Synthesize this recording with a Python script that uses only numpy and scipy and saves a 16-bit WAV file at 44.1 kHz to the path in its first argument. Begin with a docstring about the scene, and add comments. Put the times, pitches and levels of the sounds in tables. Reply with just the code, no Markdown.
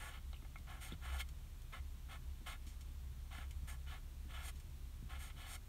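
"""Felt-tip marker on paper

A felt-tip marker writes a line of algebra on a sheet of paper lying on a wooden desk, close to a microphone.
Stick-slip of the felt on the fibres makes each stroke: random impulses, stronger with tip speed, are
filtered into a woody rub, a rasp and a bright scratch. Decaying noise bursts make the ticks and brushes of the
felt and the pen's small creak, knocks and clicks; damped sines make the bumps of the hand on the desk.
Two drifting sines make a low hum and drone, with a boom of the desk, over the filtered noise of the room."""
import sys
import numpy as np
from scipy.fft import rfft, irfft, next_fast_len
from scipy.io import wavfile
from scipy.ndimage import map_coordinates

SR = 44100
rng = np.random.default_rng(int(sys.argv[2]) if len(sys.argv) > 2 else 0)


def wrap_up_sound(samples):
    """Save the sound to the file named by the first command line argument, as 16-bit audio."""
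    columns = np.atleast_2d(samples).T
    # keep every value between -1 and 1, then stretch to whole-number steps
    tamed = np.clip(columns, -1, 1)
    steps = np.round(tamed * 32767).astype(np.int16)
    wavfile.write(sys.argv[1], SR, steps)


N = 250652  # length [samples]


def amp(db):
    """Decibel law: the amplitude ratio of a level in dB."""
    return 10 ** (np.asarray(db) / 20)


def unit(x):
    """Normalisation: scale to a root mean square of 1."""
    return x / np.sqrt(np.mean(x ** 2) + 1e-20)


def along(points, hz):
    """Logarithmic interpolation: (frequency, level) points read on a log frequency axis."""
    frequencies, levels = np.transpose(points)
    return np.interp(np.log(hz + 1), np.log(frequencies + 1), levels)


def wobble(rate):
    """Band-limited randomness: a smooth curve through random knots, rate of them a second."""
    knots = rng.standard_normal(int(N * rate / SR) + 4)
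    return map_coordinates(knots, [np.arange(N) * rate / SR])


def coloured(x, colour):
    """Minimum-phase filtering: a causal filter of unit power gain, shaped by colour(Hz) in dB."""
    size = 2 * next_fast_len(len(x) // 2 + 4096)
    gain = unit(amp(colour(np.fft.rfftfreq(size, 1 / SR))))
    cepstrum = irfft(np.log(gain + 1e-6))
    # folding the cepstrum onto positive times makes the filter causal
    cepstrum[1:size // 2] *= 2
    cepstrum[size // 2 + 1:] = 0
    response = np.exp(rfft(cepstrum))
    return irfft(rfft(x, size) * response)[:len(x)]


def add(out, start, db, sound):
    """Superposition: add a short sound at start [s] with its peak at db."""
    out[round(start * SR):][:len(sound)] += amp(db) * sound / np.abs(sound).max()


# Resonances of pen, sheet and desk, and one hollow near 10.5 kHz: (centre frequency [Hz], full width at 1/e of
# the lift [Hz], relative lift [dB])
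BODY_RESONANCES = [(540, 84, 9.5), (663, 72, 11), (744.4, 118, 13.5), (855, 160, 10), (1070.5, 73, 11.5),
                   (1131, 48, 10), (1294, 82, 10.5), (1400, 143, 10.5), (1721, 117, 10.5), (2018, 115, 10),
                   (2142, 137, 15), (2320, 260, 10.5), (2556, 82, 10), (2707, 67, 8.5), (2980, 150, 10.5),
                   (3190, 200, 5), (3520, 1050, 6.5), (4390, 97, 11.5), (5470, 530, 6), (6670, 650, 8),
                   (7450, 130, 13), (8390, 450, 6), (8810, 500, 7), (9500, 280, 0.5), (10500, 350, -4),
                   (11380, 330, 6.5)]


def body(hz):
    """Resonance: the lift in dB that the struck or rubbed body gives near each of its modes."""
    return sum(lift * np.exp(-(2 * (hz - centre) / width) ** 2) for centre, width, lift in BODY_RESONANCES)


def tip_speed(start, rise, fall):
    """Kinematics: the tip speeds up from rest to 1 and slows to rest again, in two quarter sines."""
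    corners = [start, start + rise, start + rise + fall]
    return np.sin(np.pi / 2 * np.interp(np.arange(N) / SR, corners, [0, 1, 0]))


def catches(rate, spread_db):
    """Stick-slip: fibres catch and let go at random moments, each with its own sign and strength."""
    caught = rng.random(N) < rate / SR
    signs = rng.choice([-1, 1], N)
    strengths = amp(spread_db * rng.standard_normal(N))
    return unit(caught * signs * strengths)


def friction(colour, grip, levels_db, power, rate):
    """Source and filter: catches, stronger the faster the tip moves, ring through the resonances."""
    forces = [amp(db) * tip_speed(*stroke[:3]) ** power for stroke, db in zip(STROKES, levels_db)]
    force = np.max(forces, axis=0)  # where strokes overlap, the stronger one counts
    excitation = force * grip * catches(rate, spread_db=2.5)
    return coloured(excitation, lambda hz: along(colour, hz) + body(hz))


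# Movements of the tip: (start time [s], speeding-up time [s], slowing-down time [s],
# then the relative levels at full speed of rub [dB], rasp [dB] and scratch [dB])
STROKES = [ (-0.06, 0.1, 0.093, -54.5, -66, -59), (0.075, 0.074, 0.049, -58, -60, -71),
           (0.664, 0.049, 0.097, -57.5, -65, -69), (0.802, 0.03, 0.084, -59, -59, -55),
           (0.87, 0.047, 0.036, -61, -60, -71), (1.01, 0.057, .12, -54.5, -59, -64),
           (1.11, 0.059, .02, -52, -70, -57), (1.18, 0.025, 0.021, -52, -45.5, -49.5),
           (1.72, .016, 0.069, -54.5, -59.5, -67.5), (2.081, 0.042, 0.058, -56.5, -61, -65.5),
           (2.459, 0.017, 0.091, -53.5, -53.5, -58), (3.3, 0.063, 0.096, -55.5, -58.5, -64),
           (3.671, 0.014, 0.079, -58.5, -71, -56.5), (3.86, 0.052, 0.081, -57, -59, -67),
           (4.28, 0.091, 0.13, -56, -59, -66), (4.41, 0.077, 0.023, -59, -60.5, -53.5),
           (5.088, 0.017, .115, -57.5, -61.5, -68), (5.178, 0.041, 0.096, -61, -63.5, -57),
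           (5.35, 0.088, .09, -59.5, -58.5, -65), (5.45, 0.096, 0.024, -57.5, -58.5, -52.5), ]
# Colour of the desk's rub: (frequency [Hz], relative level [dB])
RUB_COLOUR = [(120, -35), (250, -0.5), (400, -2.5), (600, -4), (1000, 1), (1400, 5), (1800, 5.5),
              (2200, -5.5), (2800, -2.5), (4000, -15), (8000, -30), (16000, -41)]
# Colour of the sheet's rasp: (frequency [Hz], relative level [dB])
RASP_COLOUR = [(600, -28.5), (1800, -8.5), (2500, -3.5), (3400, 0), (4200, -4.5), (5000, -11.5),
               (8000, -20.5), (16000, -12)]
# Colour of the felt's fast scratch: (frequency [Hz], relative level [dB])
SCRATCH_COLOUR = [(300, -35), (1000, -14), (2000, 0), (2800, -4.5), (3700, -2), (5000, -4), (8000, -0.5),
                  (9500, 4), (11500, -3.5), (13000, 1), (14200, -3), (15500, -10)]
# each layer grows as tip speed to this power: the scratch needs the most speed
RUB_POWER, RASP_POWER, SCRATCH_POWER = 0.79, 0.84, 1.14


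def marker(judder_db, tooth_db, rub_db, rasp_db, scratch_db):
    """Dry friction: uneven paper shakes the grip; the more frequent the catches, the brighter the layer."""
    grip = unit(amp(judder_db * wobble(70) + tooth_db * wobble(450)))
    *_, rubs, rasps, scratches = np.transpose(STROKES)
    # rates are mean catches a second
    rub = friction(RUB_COLOUR, grip, rubs + rub_db, RUB_POWER, rate=7000)
    rasp = friction(RASP_COLOUR, grip, rasps + rasp_db, RASP_POWER, rate=14000)
    scratch = friction(SCRATCH_COLOUR, grip, scratches + scratch_db, SCRATCH_POWER, rate=15000)
    return rub + rasp + scratch


# Level of the low drone near 65 Hz, with the desk's boom near 1.14 s: (time [s], relative level [dB])
DRONE_LEVEL = [(0.0, -55.5), (0.3, -46.5), (0.33, -56), (1.0, -54), (1.14, -39.5), (1.33, -56), (1.74, -60),
               (1.79, -45.5), (2.21, -59.5), (2.26, -48.5), (2.58, -64.5), (2.61, -50.5), (3.81, -48),
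               (3.92, -54.5), (4.46, -49.5), (4.71, -57.5), (5.16, -50), (5.68, -65.5)]
HUM_HZ = 32.63  # mean turning rate


def hum(shaft_db, sway_db, drone_db, drift):
    """Harmonics of rotation: a slow machine hums at its turning rate, under a drone about an octave above."""
    def phase():
        """Phase as the integral of frequency; every call draws its own drift."""
        return 2 * np.pi * np.cumsum(HUM_HZ * (1 + drift * wobble(6))) / SR

    shaft = amp(shaft_db + sway_db * wobble(10)) * np.sin(phase())
    level_db = np.interp(np.arange(N) / SR, *np.transpose(DRONE_LEVEL))
    drone = amp(level_db + drone_db) * np.sin(2 * phase())
    return np.sqrt(2) * (shaft + drone)  # a sine of rms 1 peaks at root 2


# Colour of the building's rumble: (frequency [Hz], relative level [dB])
RUMBLE_COLOUR = [(10, -37.5), (25, -9.5), (40, -5.5), (49, 2.5), (57, -3), (78, 2.5), (96, -11),
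                 (130, -6.5), (170, -18.5), (250, -21.5), (290, -25.5), (380, -27.5), (500, -41.5),
                 (900, -71.5)]
# Colour of the faint hiss: (frequency [Hz], relative level [dB])
HISS_COLOUR = [(200, -10), (500, -1), (1100, 0), (1800, -3.3), (3600, -2.5), (4500, -6), (4900, -9),
               (5400, -6.5), (9700, -7.5), (10400, -13), (11000, -8.5), (13000, -7.5), (15500, -10)]


def room(rumble_db, hiss_db):
    """Stationary noise: low rumble of the building under an even, faint hiss."""
    rumble = coloured(rng.standard_normal(N), lambda hz: along(RUMBLE_COLOUR, hz))
    hiss = coloured(rng.standard_normal(N), lambda hz: along(HISS_COLOUR, hz))
    return amp(rumble_db) * rumble + amp(hiss_db) * hiss


def contact_burst(centre, width, t60, body_share):
    """Contact excitation: a short decaying burst of noise rings in its own band and in the body."""
    t = np.arange(SR // 8) / SR
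    burst = rng.standard_normal(len(t)) * amp(-60 * t / t60)

    def band(hz):
        """Single-resonance response in dB."""
        detuning = (hz ** 2 - centre ** 2) / (2 * width * (hz + 1))
        return -20 * np.log10(1 + detuning ** 2)

    return coloured(burst, lambda hz: band(hz) + body_share * body(hz))


# The felt touches the paper with a dry tick or a faint, longer brush:
# (time [s], relative peak level [dB], decay time by 60 dB of the burst, which is cut at 1/8 s [s])
TOUCHES = [(0.584, -56.5, 0.028), (1.288, -50.5, 0.034), (1.619, -53, 0.023), (2.666, -53.5, 0.34),
           (2.809, -53.5, 0.08), (3.509, -48.5, 0.037), (4.556, -59, 0.2), (4.599, -56, 0.058)]
TOUCH_HZ, TOUCH_WIDTH_HZ = 5300, 7500
# Small creak, knocks and clicks of the pen: (time [s], relative peak level [dB],
# ring frequency [Hz], bandwidth [Hz], decay time by 60 dB of the burst [s])
PEN_NOISES = [(0.33, -50, 3830, 450, 0.018), (0.33, -53, 970, 500, 0.022), (0.342, -51, 2740, 220, .021),
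              (0.364, -55, 2700, 220, 0.033), (0.423, -58, 1190, 900, .03), (0.449, -52.5, 990, 800, .047),
              (0.558, -42.5, 1230, 505, 0.011), (0.559, -50.5, 2230, 170, .02),
              (0.921, -45.5, 3590, 200, 0.021), (5.3, -49, 1900, 1400, 0.063)]


def small_contacts(touch_db, pen_db, body_share):
    """Contact spectra: touches of the felt share one broad band; each small pen noise rings in its own."""
    out = np.zeros(N + SR)
    for start, db, t60 in TOUCHES:
        add(out, start, db + touch_db, contact_burst(TOUCH_HZ, TOUCH_WIDTH_HZ, t60, body_share))
    for start, db, centre, width, t60 in PEN_NOISES:
        add(out, start, db + pen_db, contact_burst(centre, width, t60, body_share))
    return out[:N]


# The hand and pen bump the desk: (time [s], relative peak level [dB], middle mode frequency [Hz])
BUMPS = [(0.428, -58, 298), (0.601, -57, 195), (0.921, -48.5, 341), (0.923, -43, 161), (2.415, -52.5, 232),
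         (2.670, -54, 213), (3.384, -52, 198), (3.632, -45.5, 128), (4.255, -53.5, 231),
         (5.026, -46.5, 164)]
BUMP_CYCLES = 17.3  # cycles of the middle mode in which a bump decays by 60 dB


def bumps(level_db, attack, spread):
    """Damped modes: a soft blow wakes three close modes of the desk top; lower-pitched bumps last longer."""
    out = np.zeros(N + SR)
    t = np.arange(SR // 4) / SR
    for start, db, hz in BUMPS:
        # the outer modes lie a factor spread below and above, at half amplitude
        modes = sum(np.sin(2 * np.pi * hz * spread ** k * t) / (1 + abs(k)) for k in (-1, 0, 1))
        decay = amp(-60 * t * hz / BUMP_CYCLES)
        onset = 1 - np.exp(-t / attack)
        add(out, start, db + level_db, modes * decay * onset)
    return out[:N]


def nearby(x, echo_db, reach, count):
    """Comb interference: weak copies from things around the desk, up to reach [s] late, ripple the spectrum."""
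    delays = rng.uniform(reach / 2, reach, count)
    copies = sum(rng.choice([-1, 1]) * np.pad(x, (round(delay * SR), 0))[:N] for delay in delays)
    return x + amp(echo_db) * copies / np.sqrt(count)


def scene():
    """Superposition: pen, hand and room at one microphone."""
    writing = marker(judder_db=1.0, tooth_db=0.76, rub_db=0.04, rasp_db=-1.5, scratch_db=-0.15)
    background = hum(shaft_db=-54, sway_db=1.1, drone_db=-1.2, drift=0.01236)
    background += room(rumble_db=-54.5, hiss_db=-67.5)
    contacts = small_contacts(touch_db=2.0, pen_db=0.0, body_share=0.93)
    contacts += bumps(level_db=0.5, attack=0.0015, spread=1.3)  # attack [s], spread as a ratio
    pen = nearby(writing + contacts, echo_db=-14.0, reach=0.02, count=7)
    return (pen + background)[None]


TOP_HZ = 15730  # upper band limit


def record(dry):
    """Ideal low-pass: the recorder keeps nothing above its band limit."""
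    size = next_fast_len(N + SR // 2)
    passed = np.fft.rfftfreq(size, 1 / SR) < TOP_HZ
    return irfft(rfft(dry, size) * passed, size)[:, :N]


dry = scene()
out = record(dry)
wrap_up_sound(out)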